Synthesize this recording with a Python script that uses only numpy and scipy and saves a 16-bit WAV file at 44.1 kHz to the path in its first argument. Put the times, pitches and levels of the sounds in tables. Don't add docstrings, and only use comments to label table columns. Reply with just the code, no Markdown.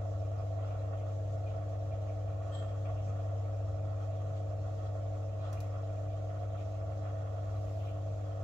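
import sys
import numpy as np
from scipy import signal
from scipy.fft import rfft, irfft, next_fast_len
from scipy.io import wavfile

SR = 44100
rng = np.random.default_rng(int(sys.argv[2]) if len(sys.argv) > 2 else 0)


def log_audio(samples):
    frames = np.atleast_2d(samples).T
    limited = np.clip(frames, -1, 1)
    pcm = np.round(limited * 32767).astype(np.int16)
    wavfile.write(sys.argv[1], SR, pcm)


N = 371763
T = np.arange(N) / SR
FFT_SIZE = next_fast_len(N, True)
HZ = np.maximum(np.fft.rfftfreq(FFT_SIZE, 1 / SR), 1)
MAINS_HZ = 50.024


# multiple of the mains, base level in dB, left over right in dB,
# left phase lead in radians.
HUM_HARMONICS = [(2, -36.9, 1.2, -0.0), (3, -68.5, -0.2, 0.1), (4, -64.7, 7.8, 2.1), (6, -60.0, -2.6, -0.1),
                 (7, -80.0, -2.8, 1.1), (8, -82.2, -8.7, 3.1), (9, -64.4, 13.0, 0.3),
                 (10, -67.7, -4.1, 0.6), (11, -54.8, 6.0, 1.3), (13, -54.6, -7.1, 0.3),
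                 (14, -68.4, -6.0, 0.1), (15, -65.8, -12.5, 1.6), (16, -76.4, 8.2, 1.2),
                 (17, -86.6, -17.7, -0.4), (18, -81.2, -1.2, -0.4)]
# start and hold in seconds, extra level in dB.
MOTOR_SURGES = [(2.70, 0.6, 1.7), (5.35, 0.1, 0.5), (7.30, 0.1, 1.3)]

def motor_hum(mains_phase, deep_db, upper_db, throb_db, flutter_db, easing_db_per_s):
    load_db = swells_db(MOTOR_SURGES, attack_s=0.22, fall_s=5.0) - easing_db_per_s * (T - T.mean())
    deep = from_db(deep_db + load_db + throb_db * drift(3.6))
    upper = from_db(upper_db + flutter_db * drift(9.2))
    out = np.zeros((2, N))
    for multiple, db, pan_db, lead in HUM_HARMONICS:
        k = round(multiple)
        shape = np.sin if k > 2 and k % 2 == 0 else np.cos
        wave = shape(k * mains_phase + np.array([[lead], [-lead]]) / 2)
        out += np.sqrt(2) * from_db(db) * panned(pan_db)[:, None] * wave * (deep if k == 2 else upper)
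    return out


# frequency and width in Hz, base spectral level in dB.
DRUM_MODES = [(438, 28, -81.5), (468, 24, -75.5), (508, 64, -79.5), (573, 70, -74), (623, 28, -69),
              (664.5, 22.2, -66), (709.3, 29.5, -70.5), (766.5, 78, -81.5), (850, 86, -91), (898, 60, -88),
              (1068, 110, -88), (1151, 68, -83), (1269, 150, -87.5), (1329, 52, -85.5), (1457, 140, -94),
              (1852, 440, -99), (2670, 360, -105), (3280, 160, -101)]
# start and hold in seconds, extra high-mode level in dB.
GEAR_DRAGS = [(0.60, 0.32, 1), (2.56, 0.14, 2), (2.83, 0.045, 5), (4.62, 0.051, 3.0), (5.38, 0.15, 6.5),
              (5.72, 0.052, 2.5), (6.85, 0.042, 2), (7.025, 0.044, 8.5)]

def running_gear(mains_phase, level_db, pulse_depth, uneven_db, high_db, wander_db, chatter_db):
    drag_db = swells_db(GEAR_DRAGS, attack_s=0.021, fall_s=0.31)
    contact_db = drag_db + wander_db * drift(1.3) + chatter_db * drift(18)
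    easing_db = -0.3 * (T - T.mean())
    pulses = unit_rms(1 + pulse_depth * np.cos(2 * mains_phase))
    force = pulses * from_db(level_db + uneven_db * drift(23))
    body = resonances(DRUM_MODES)
    low_share = 1 / (1 + (HZ / 850) ** 8)
    low = noise_through(body * np.sqrt(low_share), force * from_db(easing_db))
    high_gain = body * np.sqrt(1 - low_share) * spectral_ripple(ripple_db=3.0, spacing_hz=16)
    high = noise_through(high_gain, force * from_db(high_db + contact_db))
    return low + high


# start in seconds, relative level in dB.
DRUM_KNOCKS = [(2.8534, -49), (3.0944, -50), (5.527, -46), (6.544, -48), (7.0524, -51)]

def drum_knocks(gain_db, corner_hz):
    ringing = unit_rms(noise_through(resonances(DRUM_MODES) / (1 + (corner_hz / HZ) ** 6)))
    envelope = impact_envelope(DRUM_KNOCKS, rise_s=0.0024, t60=0.07, room_db=-9.5, room_t60=0.28)
    return from_db(gain_db) * ringing * envelope


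# start and length in seconds, bubble pitch in Hz, level in dB.
LOUD_GURGLES = [(0.667, 0.05, 2650, -66.5), (1.462, 0.035, 2530, -63.5), (1.907, 0.032, 2430, -64.5),
                (2.847, 0.011, 2420, -57.5), (2.96, 0.035, 2770, -64), (3.02, 0.075, 6530, -68.5),
                (5.543, 0.088, 2300, -65), (6.568, 0.051, 2770, -63), (7.865, 0.033, 2600, -62)]

def water():
    faint = stray_gurgles(length_s=0.045, pitch_hz=2650, spread=0.2, level_db=-70, uneven_db=6, count=14)
    rows = gurgles(LOUD_GURGLES + faint, spread=0.12, count=18)
    rows += trickle(pitch_hz=2600, spread=0.24, level_db=-73.5, uneven_db=4.5, count=1300)
    rows += trickle(pitch_hz=5630, spread=0.12, level_db=-79.0, uneven_db=5.0, count=1400)
    rings = bubbles(rows, cycles=50, glide=0.049)
    lowpass = signal.butter(8, 7600, fs=SR, output="sos")
    return tub_reverberation(signal.sosfilt(lowpass, rings), t60=0.18)


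def stray_gurgles(length_s, pitch_hz, spread, level_db, uneven_db, count):
    jitter, detune, loudness = rng.uniform(-1, 1, (count, 3)).T
    starts = (np.arange(count) + (1 + jitter) / 2) * N / SR / count
    pitches = pitch_hz * np.exp(spread * detune)
    levels = level_db + uneven_db * loudness
    return [(start, length_s, hz, db) for start, hz, db in zip(starts, pitches, levels)]


def gurgles(events, spread, count):
    rows = []
    for start, length, hz, db in events:
        starts = start + length * rng.random(count)
        pitches = hz * np.exp(spread * rng.standard_normal(count))
        strength = from_db(db) * np.sqrt(length / count)
        rows += [(onset, pitch, strength) for onset, pitch in zip(starts, pitches)]
    return rows


def trickle(pitch_hz, spread, level_db, uneven_db, count):
    detune, loudness = np.clip(rng.standard_normal((2, count)), -2, 2)
    strengths = from_db(level_db) * unit_rms(from_db(uneven_db * loudness)) * np.sqrt(N / SR / count)
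    starts = rng.random(count) * N / SR
    return list(zip(starts, pitch_hz * np.exp(spread * detune), strengths))


def bubbles(rows, cycles, glide):
    out, age = np.zeros(N + SR), np.arange(SR // 20) / SR
    for start, hz, strength in rows:
        life = age * hz / cycles
        phase = 2 * np.pi * hz * age * (1 + glide * np.minimum(life, 1))
        ring = np.sin(phase) * from_db(-60 * life)
        out[int(max(start, 0) * SR):][:len(age)] += strength * ring / np.sqrt(np.sum(ring ** 2) / SR)
    return out[:N]


def tub_reverberation(sound, t60):
    age = np.arange(SR // 2) / SR
    echoes = rng.standard_normal((2, len(age))) * from_db(-60 * age / t60)
    echoes /= np.sqrt(np.sum(echoes ** 2) / 2)
    return signal.fftconvolve(sound[None], echoes, axes=1)[:, :N]


# frequency and width in Hz, spectral level in dB.
CABINET_MODES = [(45.5, 7.7, -74), (58.7, 8, -64), (70.4, 9, -69), (80.6, 7.1, -60), (103.4, 12, -71),
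                 (131.8, 8.7, -68), (148.4, 12, -72.5), (188, 40, -84.5), (260, 36, -88.5),
                 (303.4, 38, -82.5), (346, 20, -83), (372, 28, -86)]

def cabinet_rumble():
    return noise_through(resonances(CABINET_MODES))


# frequency and width in Hz, relative level in dB.
TUB_MODES = [(140, 22, 1), (191, 48, -1), (277, 63, -10)]

def tub_bump(start_s):
    lean = swell(start_s, attack_s=0.045, hold_s=0.041, t60=0.47)
    return rubbing(resonances(TUB_MODES), lean, level_db=-52.5)


# frequency and width in Hz, relative level in dB.
SEAL_MODES = [(1796, 42, -2), (3210, 100, 0.5), (3780, 1400, -18.5), (7710, 89, -11), (7550, 120, -11),
              (11200, 120, -33), (13900, 90, -32)]

def seal_squeak(start_s, rough_db):
    grip = swell(start_s, attack_s=0.023, hold_s=0.039, t60=0.48) * from_db(rough_db * drift(45))
    return rubbing(resonances(SEAL_MODES), grip, level_db=-56.0)


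# start in seconds, relative level in dB.
DRY_TICKS = [(5.5275, -44.5), (5.603, -45)]
# frequency in Hz, relative level in dB.
TICK_SPECTRUM = [(2000, -24), (4000, 0), (6500, 2), (9000, -10), (11000, -2.5), (15500, -12)]

def ticks(gain_db):
    crack = unit_rms(noise_through(from_db(over_hz(TICK_SPECTRUM))))
    envelope = impact_envelope(DRY_TICKS, rise_s=0.0038, t60=0.02, room_db=-21, room_t60=0.26)
    return from_db(gain_db) * crack * envelope


# frequency in Hz, relative level in dB.
CLOTH_SPECTRUM = [(1500, -10), (3000, 4), (7000, 1.5), (9000, -8.5), (12000, -5.5), (15500, -8.5)]

def cloth_brush(start_s):
    stroke = swell(start_s, attack_s=0.22, hold_s=0.24, t60=0.65)
    return rubbing(from_db(over_hz(CLOTH_SPECTRUM)), stroke, level_db=-72.0)


# frequency in Hz, spectral level in dB.
ROOM_SPECTRUM = [(20, -90.5), (100, -83.5), (250, -91.5), (900, -99), (1600, -105), (3300, -108),
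                 (4200, -125)]
# frequency in Hz, relative level in dB.
HISS_SPECTRUM = [(2120, -31), (3600, 4.5), (4120, -0.5), (5010, -2), (5760, 2), (6840, 0.5), (7730, -1.5),
                 (8620, -17), (9170, -36.5), (10000, -16.5), (11800, -17), (13900, -18.5), (15500, -27.5)]

def room_air(hiss_db, flicker_db):
    hiss_gain = from_db(over_hz(HISS_SPECTRUM)) * spectral_ripple(ripple_db=3.5, spacing_hz=60.6)
    tone = noise_through(from_db(over_hz(ROOM_SPECTRUM)))
    hiss = unit_rms(noise_through(hiss_gain, from_db(flicker_db * drift(7.5))))
    return tone + from_db(hiss_db) * hiss


# frequency in Hz, correlation (capped at one in use).
STEREO_CORRELATION = [(80, 1), (140, 1.2), (200, 0.5), (320, 0.45), (450, 0.7), (620, 0.74), (800, .5),
                      (1200, 0.17), (2000, 0.02), (12000, 0)]
# frequency in Hz, left over right in dB.
STEREO_BALANCE = [(150, 0), (340, -2), (470, 4.5), (620, -6.5), (720, -4), (1200, -3), (1900, -2.5),
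                  (2700, 3), (3400, 0), (7000, -.5), (9500, -1.5), (14000, -0.5)]

def noise_through(gain, force=1):
    mid, side = rfft(rng.standard_normal((2, N)) * force, FFT_SIZE) * np.sqrt(SR) / 2
    alike = np.clip(over_hz(STEREO_CORRELATION), -1, 1)
    pair = np.sqrt(1 + alike) * mid + np.sqrt(1 - alike) * side * np.array([[1], [-1]])
    return irfft(pair * gain * panned(over_hz(STEREO_BALANCE)), FFT_SIZE)[:, :N]


def rubbing(gain, envelope, level_db):
    return from_db(level_db) * envelope * unit_rms(noise_through(gain))


def resonances(modes):
    peaks = (from_db(db) / (1 + (2 * (HZ - hz) / width) ** 2) for hz, width, db in modes)
    return np.sqrt(sum(peak ** 2 for peak in peaks))


def spectral_ripple(ripple_db, spacing_hz):
    ripple = np.interp(HZ / spacing_hz, np.arange(SR // 10), rng.standard_normal(SR // 10))
    return unit_rms(from_db(ripple_db * ripple))


def impact_envelope(events, rise_s, t60, room_db, room_t60):
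    power = np.zeros(N)
    for start, db in events:
        age = np.maximum(T[int(start * SR):][:SR] - start, 0)
        rise = 1 - np.exp(-age / rise_s)
        fall = from_db(-60 * age / t60) + from_db(room_db - 60 * age / room_t60)
        power[int(start * SR):][:SR] += (from_db(db) * rise * fall) ** 2
    return np.sqrt(power)


def swell(start_s, attack_s, hold_s, t60):
    age = T - start_s
    return np.clip(age / attack_s, 0, 1) * from_db(-60 * np.clip((age - attack_s - hold_s) / t60, 0, 2))


def swells_db(rows, attack_s, fall_s):
    return sum(db * swell(start, attack_s, hold_s, fall_s) for start, hold_s, db in rows)


def drift(rate_hz):
    spectrum = rfft(rng.standard_normal(FFT_SIZE)) / (1 + (HZ / rate_hz) ** 2)
    return unit_rms(irfft(spectrum, FFT_SIZE)[:N])


def over_hz(points):
    hz, value = np.transpose(points)
    return np.interp(np.log(HZ), np.log(hz), value)


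def panned(db):
    return from_db(np.array([db, -db]) / 2)


def from_db(db):
    return 10 ** (np.asarray(db) / 20)


def unit_rms(x):
    return x / np.sqrt(np.mean(x ** 2) + 1e-20)


def scene():
    mains_phase = 2 * np.pi * MAINS_HZ * T + np.pi / 4
    hum = motor_hum(mains_phase, deep_db=-0.34, upper_db=0.45, throb_db=0.23, flutter_db=0.27,
                    easing_db_per_s=0.23)
    drum = running_gear(mains_phase, level_db=-1.0, pulse_depth=0.13, uneven_db=0.5, high_db=-0.3,
                        wander_db=1.44, chatter_db=2.1)
    drum += drum_knocks(gain_db=-4.5, corner_hz=1000)
    cabinet = cabinet_rumble() + tub_bump(start_s=3.01)
    air = room_air(hiss_db=-71.5, flicker_db=0.93)
    small = ticks(gain_db=3.0) + seal_squeak(start_s=2.515, rough_db=2.5) + cloth_brush(start_s=7.42)
    return hum + drum + water() + cabinet + small + air


def record(dry):
    return signal.sosfiltfilt(signal.ellip(12, 0.05, 70, 15750, fs=SR, output="sos"), dry)


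dry = scene()
out = record(dry)
log_audio(out)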